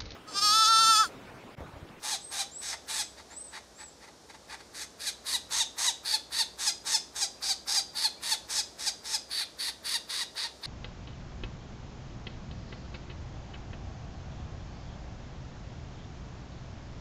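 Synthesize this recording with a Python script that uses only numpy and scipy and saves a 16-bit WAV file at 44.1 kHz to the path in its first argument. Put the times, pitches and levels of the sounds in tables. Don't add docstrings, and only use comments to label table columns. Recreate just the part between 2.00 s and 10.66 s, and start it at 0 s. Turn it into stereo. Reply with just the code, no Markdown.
import sys
import numpy as np
from scipy import signal
from scipy.fft import rfft, irfft, next_fast_len
from scipy.io import wavfile
from scipy.ndimage import uniform_filter1d

SR = 44100
rng = np.random.default_rng(int(sys.argv[2]) if len(sys.argv) > 2 else 0)


def put_to_file(sound):
    columns = np.atleast_2d(sound).T
    safe = np.clip(columns, -1, 1)
    whole_steps = np.round(safe * 32767)
    wavfile.write(sys.argv[1], SR, whole_steps.astype(np.int16))


N = 381906
TIME = np.arange(N) / SR


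def undb(db):
    return 10 ** (np.asarray(db) / 20)


def colour(points, hz):
    f, db = np.transpose(points)
    return np.interp(np.log(hz + 1), np.log(f), db)


def bell(x, centre, width):
    return np.exp(-.5 * ((x - centre) / width) ** 2)


def tint(x, db_of_hz):
    size = next_fast_len(x.shape[-1])
    gain = undb(db_of_hz(np.fft.rfftfreq(size, 1 / SR)))
    return irfft(rfft(x, size) * gain, size)[..., :x.shape[-1]]


def ringing(db, size):
    cepstrum = irfft(np.log(undb(db)))
    cepstrum[1:size // 2] *= 2
    cepstrum[size // 2 + 1:] = 0
    response = irfft(np.exp(rfft(cepstrum)))
    return response / np.linalg.norm(response)


def walk(rate):
    hold = max(int(SR / rate), 2)
    return 1.2 * uniform_filter1d(np.repeat(rng.standard_normal(N // hold + 1), hold), hold)[:N]


def air(level_db=-54):
    # frequency in Hz, relative level in dB.
    spectrum = [(10, -19.5), (28, -21.5), (50, -2.5), (80, -0.5), (115, -5), (200, -2.5), (350, -0.5),
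                (600, -1), (1200, -9), (2850, -17.5), (3600, -12), (5700, -10.5), (10000, -22),
                (15500, -38)]
    # frequency in Hz, side minus mid in dB.
    width = [(40, -14.5), (130, 0), (350, -1), (700, -2.5), (1500, -1), (4000, -8.5), (12000, -38)]
    mid = tint(rng.standard_normal(N), lambda f: colour(spectrum, f))
    side = tint(rng.standard_normal(N), lambda f: colour(spectrum, f) + colour(width, f))
    return np.array([mid + side, mid - side]) / mid.std() * undb(level_db + .5 * walk(2.406))


def hum():
    # pitch in Hz, level before panning in dB, pitch waver in Hz.
    tones = [(62.2, -58, 2.365), (100.2, -78, 0.38), (167.2, -65, 0.74)]
    out = np.zeros(N)
    for hz, db, waver_hz in tones:
        phase = 2 * np.pi * np.cumsum(hz + waver_hz * walk(20)) / SR
        out += np.sqrt(2) * np.sin(phase) * undb(db + 1.58 * walk(6))
    return out * np.array([[-.8], [1.05]])


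def forest(x, wet_db, t60_s, late_db=-24, late_t60_s=1.0, build_s=0.00246):
    # frequency in Hz, reverb EQ in dB.
    echo_eq = [(500, 2), (1000, -2.5), (2000, -1.5), (3000, 2), (3450, 4), (3780, -1), (4150, -0.5),
               (4500, -6.5), (4780, 3.5), (5150, -1), (6100, 0.5), (8000, -3), (10000, -6), (15000, -8)]
    # frequency in Hz, side minus mid in dB.
    width = [(700, -3), (1300, -5), (2400, -7), (3800, -19), (5500, -18), (8000, -9), (12000, -3)]
    t = TIME[:SR]
    decay = (undb(-60 * t / t60_s) + undb(late_db - 60 * t / late_t60_s)) * (1 - np.exp(-t / build_s))
    noise = rng.standard_normal((2, SR))
    mid, side = tint(noise, lambda f: colour(echo_eq, f) + np.array([0 * f, colour(width, f)])) * decay
    response = np.array([mid + side, mid - side]) / np.linalg.norm(mid)
    return x + undb(wet_db) * signal.fftconvolve(x[None], response, axes=1)[:, :N]


def small_birds(waver=0.0068, flutter_db=3, chirp_s=0.057, chirp_hz=(2330, 2440, 3103)):
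    # start in seconds, length in seconds, opening pitch in Hz, top pitch in Hz, level in dB.
    whistles = [(0.201, 0.157, 7440, 8400, -47.5), (.505, 0.204, 6850, 8080, -45),
                (.9, .17, 6974, 8055, -46), (1.3, .22, 6866, 8220, -47), (1.745, 0.156, 6990, 7880, -52)]
    # start in seconds, level in dB.
    chirps = [(5.35, -68), (6.168, -60.5), (7.435, -63.5)]
    tremble, flutter = 1 + waver * walk(350), undb(flutter_db * walk(90))
    arches = [(start, length, .57, (start_hz, top_hz, .92 * top_hz), db)
              for start, length, start_hz, top_hz, db in whistles]
    curls = [(start, chirp_s, .5, chirp_hz, db) for start, db in chirps]
    out = np.zeros(N)
    for start, length, bend_at, pitches, db in arches + curls:
        span = slice(int(start * SR), int((start + length) * SR))
        contour = np.polyfit([0, bend_at, 1], pitches, 2)
        hz = np.polyval(contour, (TIME[span] - start) / length)
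        tone = np.sqrt(2) * np.sin(2 * np.pi * np.cumsum(hz * tremble[span]) / SR)
        out[span] += undb(db) * tone * flutter[span] * np.hanning(len(hz)) ** 0.334
    return out


def wheeze(samples):
    breath_eq = [(500, -15.5), (900, 0.5), (1700, 0.5), (3000, -13), (12000, -13.5)]
    breath = tint(rng.standard_normal(samples), lambda f: colour(breath_eq, f))
    return breath / np.sqrt(np.mean(breath ** 2))


def syrinx(hz, rough, jitter=.12, scatter_db=3.5, max_cycles=256, half_taps=8):
    chance = rng.standard_normal((max_cycles, 2))
    phase = np.cumsum(hz) / SR
    cycles = min(int(phase[-1]), max_cycles)
    at = np.interp(np.arange(cycles), phase, np.arange(len(hz)))
    loose, period = rough[at.astype(int)], SR / hz[at.astype(int)]
    at = at + np.cumsum(jitter * loose * period * chance[:cycles, 0])
    strength = undb(scatter_db * loose * np.clip(chance[:cycles, 1], -2, 2))
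    strength *= np.sqrt(period) / np.exp(np.log(undb(scatter_db * loose)) ** 2)
    taps = at.astype(int)[:, None] + np.arange(1 - half_taps, half_taps + 1)
    offset = taps - at[:, None]
    pulses = np.zeros(len(hz))
    np.add.at(pulses, taps % len(hz), strength[:, None] * np.sinc(offset) * np.sinc(offset / half_taps))
    return pulses


def tract(source, beak_hz, beak_db, gape_db, throat_db, mouth_db, sheen_db, beak_width_hz, mouth_hz):
    # frequency in Hz, gain in dB.
    voice_eq = [(300, -39), (650, -12.5), (860, -5.5), (1150, -5.5), (1500, -9), (1950, -6.5), (2300, -7),
                (2950, -7.5), (3600, 0), (5800, -2), (6450, -1.5), (7200, -3), (9500, -6), (15000, -29.5)]
    # centre in Hz, width in Hz, gain in dB.
    nest_hole = [(976.5, 51.5, -6.5), (2660, 123, -3.5), (3134, 364, -3.5), (3838, 176, 3), (4490.5, 98, 4),
                 (5254, 65, 4), (5646, 69, 2), (6050, 114, -0.5), (6451, 346, 4), (7010, 335, -2.5),
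                 (8153, 476, 3), (9840, 155, -5)]
    size = 1024
    f = np.fft.rfftfreq(size, 1 / SR)
    beak = beak_db / (1 + ((f - beak_hz) / beak_width_hz) ** 2)
    mouth = throat_db * bell(f, 811, 245) + mouth_db * bell(f, 1713, 942) + 5 * bell(f, mouth_hz, 103.8)
    overtone = -.35 * min(gape_db, 0) * (bell(f, 9670, 590) - bell(f, 8490, 710))
    treble = gape_db * bell(f, 6634, 1356) + sheen_db * bell(f, 12090, 2410) + overtone
    hollow = sum(db * bell(f, hz, width / 2) for hz, width, db in nest_hole)
    response = ringing(colour(voice_eq, f) + beak + mouth + treble + hollow, size)
    return signal.fftconvolve(source, response)[:len(source)]


def follow(x, hz, width_hz=244):
    turn, pole = np.exp(2j * np.pi * np.cumsum(hz) / SR), np.exp(-np.pi * width_hz / SR)
    return 2 * np.real(turn * signal.lfilter([1 - pole], [1, -pole], x / turn))


def beak_ring(voice, hz, partial, purity, weight):
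    ring = undb(4) * follow(voice, partial * hz) + undb(-9.5) * follow(voice, (partial - 1) * hz)
    voice = voice + purity * ring
    return voice / np.sqrt(np.average(voice ** 2, weights=weight))


def call(start, peak, end, pitch_hz, squeak_rough, rasp_db, squeak_db,
         beak_hz, beak_db, gape_db, throat_db, mouth_db, sheen_db):
    # time from the squeak in seconds, pitch as a ratio of the base pitch.
    pitch_fall = [(-.1, 1), (-.014, 1.062), (0, 0.988), (.01, 0.956), (.02, 0.78), (.036, 0.84)]
    span = slice(max(int((start - .05) * SR), 0), int((end + .05) * SR))
    t = TIME[span]
    locked = .5 + .5 * np.tanh((t - peak + 0.010293) / 0.00278)
    fraying = np.interp(t - peak, [.014, .038], [.03, .36])
    rough = 1 + locked * (np.clip(squeak_rough + fraying, .03, 1) ** 1.3 - 1)
    hz = pitch_hz * np.interp(t - peak, *np.transpose(pitch_fall))
    hiss = (.1 + .66 * rough) * rng.standard_normal(len(t))
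    source = (syrinx(hz, rough) + hiss) / np.sqrt(1 + hiss.var())

    opening = tract(source, beak_hz, beak_db, gape_db - 4, throat_db + 1.5, mouth_db, sheen_db,
                    beak_width_hz=517, mouth_hz=1646)
    rasp = tract(source, beak_hz, beak_db, gape_db, throat_db - 2.5, mouth_db - .3, sheen_db,
                 beak_width_hz=455.5, mouth_hz=1841)
    sunk_hz, low_db = 0.942 * beak_hz, -.45 * min(gape_db, 0)
    squeak = tract(source, sunk_hz, .5 * beak_db + 3, gape_db - .5, throat_db + 3.5 + low_db,
                   mouth_db - 1.5 + low_db, sheen_db - 1.5, beak_width_hz=344, mouth_hz=2010)
    purity = max(1 - squeak_rough / .55, 0)
    squeak = beak_ring(squeak, hz, np.round(sunk_hz / pitch_hz), purity, weight=bell(t, peak, 0.0104))
    opened = np.interp(t, [start, peak - .025], [0, 1])
    voice = (1 - locked) * ((1 - opened) * opening + opened * rasp) + locked * squeak

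    swell_db = np.interp(t, [start, (start + peak) / 2, peak, end], [-0.14, 0.376, 1.196, -1.2])
    build_up = np.interp(t, [start, peak - .02, peak], [-.2, .12, 0])
    surge_db = (squeak_db - rasp_db) * (bell(t, peak + 0.00163, 0.0118) + build_up)
    gate = (1 + np.tanh((t - start + 0.00143) / 0.009)) * (1 - np.tanh((t - end) / 0.009)) / 4
    lead_in = undb(-18) * bell(t, start - .008, 0.00977) * wheeze(len(t))
    out = np.zeros(N)
    out[span] = (voice * gate * undb(swell_db + surge_db - 0.18) + lead_in) * undb(rasp_db)
    return out


def grunting(release_s=0.01215, surge_db=2.2):
    # start in seconds, length in seconds, base level in dB.
    grunts = [(0.721, .032, -40), (1.171, .045, -51.5), (1.302, .043, -53), (1.53, 0.0606, -44.5),
              (1.788, 0.0525, -49), (2.012, 0.0476, -53.5), (2.076, 0.0226, -53.5), (2.296, .02, -49),
              (2.34, 0.024, -51.5), (2.494, 0.0635, -44), (2.601, 0.0185, -50.5)]
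    out = np.zeros(N)
    for start, length, db in grunts:
        end = start + length
        out += call(start, end - release_s, end, pitch_hz=838.3, squeak_rough=1,
                    rasp_db=db, squeak_db=db + surge_db, beak_hz=4710, beak_db=8,
                    gape_db=-2.5, throat_db=3, mouth_db=14, sheen_db=-0.5)
    return out


def begging(hard_push_db=-24, soft_rasp_db=-37):
    # start, squeak and end in seconds, base pitch in Hz, rasp and squeak drive in dB.
    begs = [(0.034, .137, .167, 829.7, -35.5, -30.5), (.319, .408, .44, 789.5, -36.5, -30),
            (.622, .7, .745, 789.8, -39, -36), (.888, 1.004, 1.03, 855.8, -34.5, -30),
            (2.746, 2.822, 2.85, 818.8, -42, -38.5), (3.001, 3.083, 3.11, 821, -39.5, -29),
            (3.263, 3.352, 3.375, 983.8, -34, -27.5), (3.516, 3.612, 3.638, 933.6, -30.5, -25),
            (3.785, 3.883, 3.914, 967.9, -30.5, -25), (4.055, 4.145, 4.17, 869.7, -32, -25),
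            (4.324, 4.409, 4.437, 912.8, -33, -24.5), (4.594, 4.683, 4.715, 849.6, -33.5, -24),
            (4.863, 4.95, 4.984, 876.7, -31.5, -23.5), (5.159, 5.231, 5.264, 813.5, -35, -26),
            (5.428, 5.511, 5.537, 782.1, -32, -26.5), (5.681, 5.78, 5.808, 807.2, -30, -24.5),
            (5.959, 6.056, 6.082, 868.5, -32, -24), (6.229, 6.327, 6.356, 898.9, -34.5, -25),
            (6.499, 6.592, 6.618, 848.9, -33, -26.5), (6.793, 6.881, 6.91, 814.8, -37.5, -26.5),
            (7.05, 7.15, 7.177, 867.4, -37.5, -27), (7.312, 7.414, 7.44, 861.4, -34.5, -31.5),
            (7.596, 7.685, 7.705, 935.3, -34, -32.5), (7.851, 7.957, 7.974, 948.5, -34, -28),
            (8.098, 8.22, 8.24, 984.9, -34.5, -31.5), (8.366, 8.456, 8.472, 937.3, -34.5, -34.5),
            (8.636, 8.714, 8.74, 931.4, -35.5, -34.5)]
    # time in seconds, beak resonance in Hz, then its boost, gape brightness and throat in dB.
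    beak_poses = [(.42, 4250, -1.5, -0.5, 4), (.65, 5600, 4, 3, -1), (1.03, 5700, -4, -1.5, -1.5),
                  (2.8, 4460, 9, 5, -6.5), (3.05, 4699, 9, 0.5, -10), (3.31, 4467, 7, -1.5, -1),
                  (3.57, 3980, 2.5, 3.5, 0.5), (3.85, 4130, 0, 2.5, 3), (4.09, 4644, 12.5, -4, -2.5),
                  (4.38, 4530, 8.5, -3, -3), (4.64, 5370, 1, 2.5, -2.5), (5.2, 5349, 3, 4.5, 1.5),
                  (5.46, 4836, 11.5, 2, 2.5), (5.75, 5057, 11.5, 2.5, 4), (6.0, 4642, 14, -4, -1),
                  (6.28, 4653, 3.5, -2.5, -2.5), (6.54, 5220, 4, 2.5, -2), (7.11, 5190, 6.5, 1.5, -2),
                  (7.35, 4565, 12.5, -9, -12), (8.15, 4682, 7.5, -6, -8.5), (8.65, 4586, 12.5, -11.5, -2.5)]
    # time in seconds, gain of the top treble in dB.
    sheen = [(.1, 2.5), (1, 2.5), (2.8, 10), (3.3, 7.5), (3.55, 1), (4.1, 4.5), (4.9, 1.5), (5.9, 6),
             (6.55, 2.5), (7.95, 4.5), (8.15, -0.5), (8.65, -11)]
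    pose_s, *pose = np.transpose(beak_poses)
    out = np.zeros(N)
    for start, peak, end, pitch_hz, rasp_db, squeak_db in begs:
        middle = (start + peak) / 2
        beak_hz, beak_db, gape_db, throat_db = (np.interp(middle, pose_s, column) for column in pose)
        rough = .15 + .03 * (hard_push_db - squeak_db)
        mouth_db = 1.23 + 1.92 * max(soft_rasp_db - rasp_db, 0)
        sheen_db = np.interp(middle, *np.transpose(sheen))
        out += call(start, peak, end, pitch_hz, rough, rasp_db, squeak_db,
                    beak_hz, beak_db, gape_db, throat_db, mouth_db, sheen_db)
    return out


def scene():
    chick = forest(begging() + grunting(), wet_db=-11.5, t60_s=0.262)
    birds = forest(small_birds(), wet_db=-6, t60_s=0.293)
    return chick + birds + air() + hum()


def record(dry, top_hz=15200):
    # frequency in Hz, left minus right in dB.
    lean = [(60, -3.5), (200, -1.5), (380, -2.5), (700, 2.5), (1300, 2.67), (2400, 0), (4400, -0.7),
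            (8100, -0.36), (15000, 2)]
    # frequency in Hz, phase lead of the left microphone in radians.
    lead = [(300, 0), (750, .55), (1600, 0), (5000, 0), (13000, .15)]
    sides, f = np.array([[.5], [-.5]]), np.fft.rfftfreq(N, 1 / SR)
    response = undb(sides * colour(lean, f)) * np.exp(1j * sides * colour(lead, f))
    pair = irfft(rfft(dry) * response, N)
    return signal.sosfilt(signal.ellip(8, .2, 70, top_hz, fs=SR, output="sos"), pair)


dry = scene()
out = record(dry)
put_to_file(out)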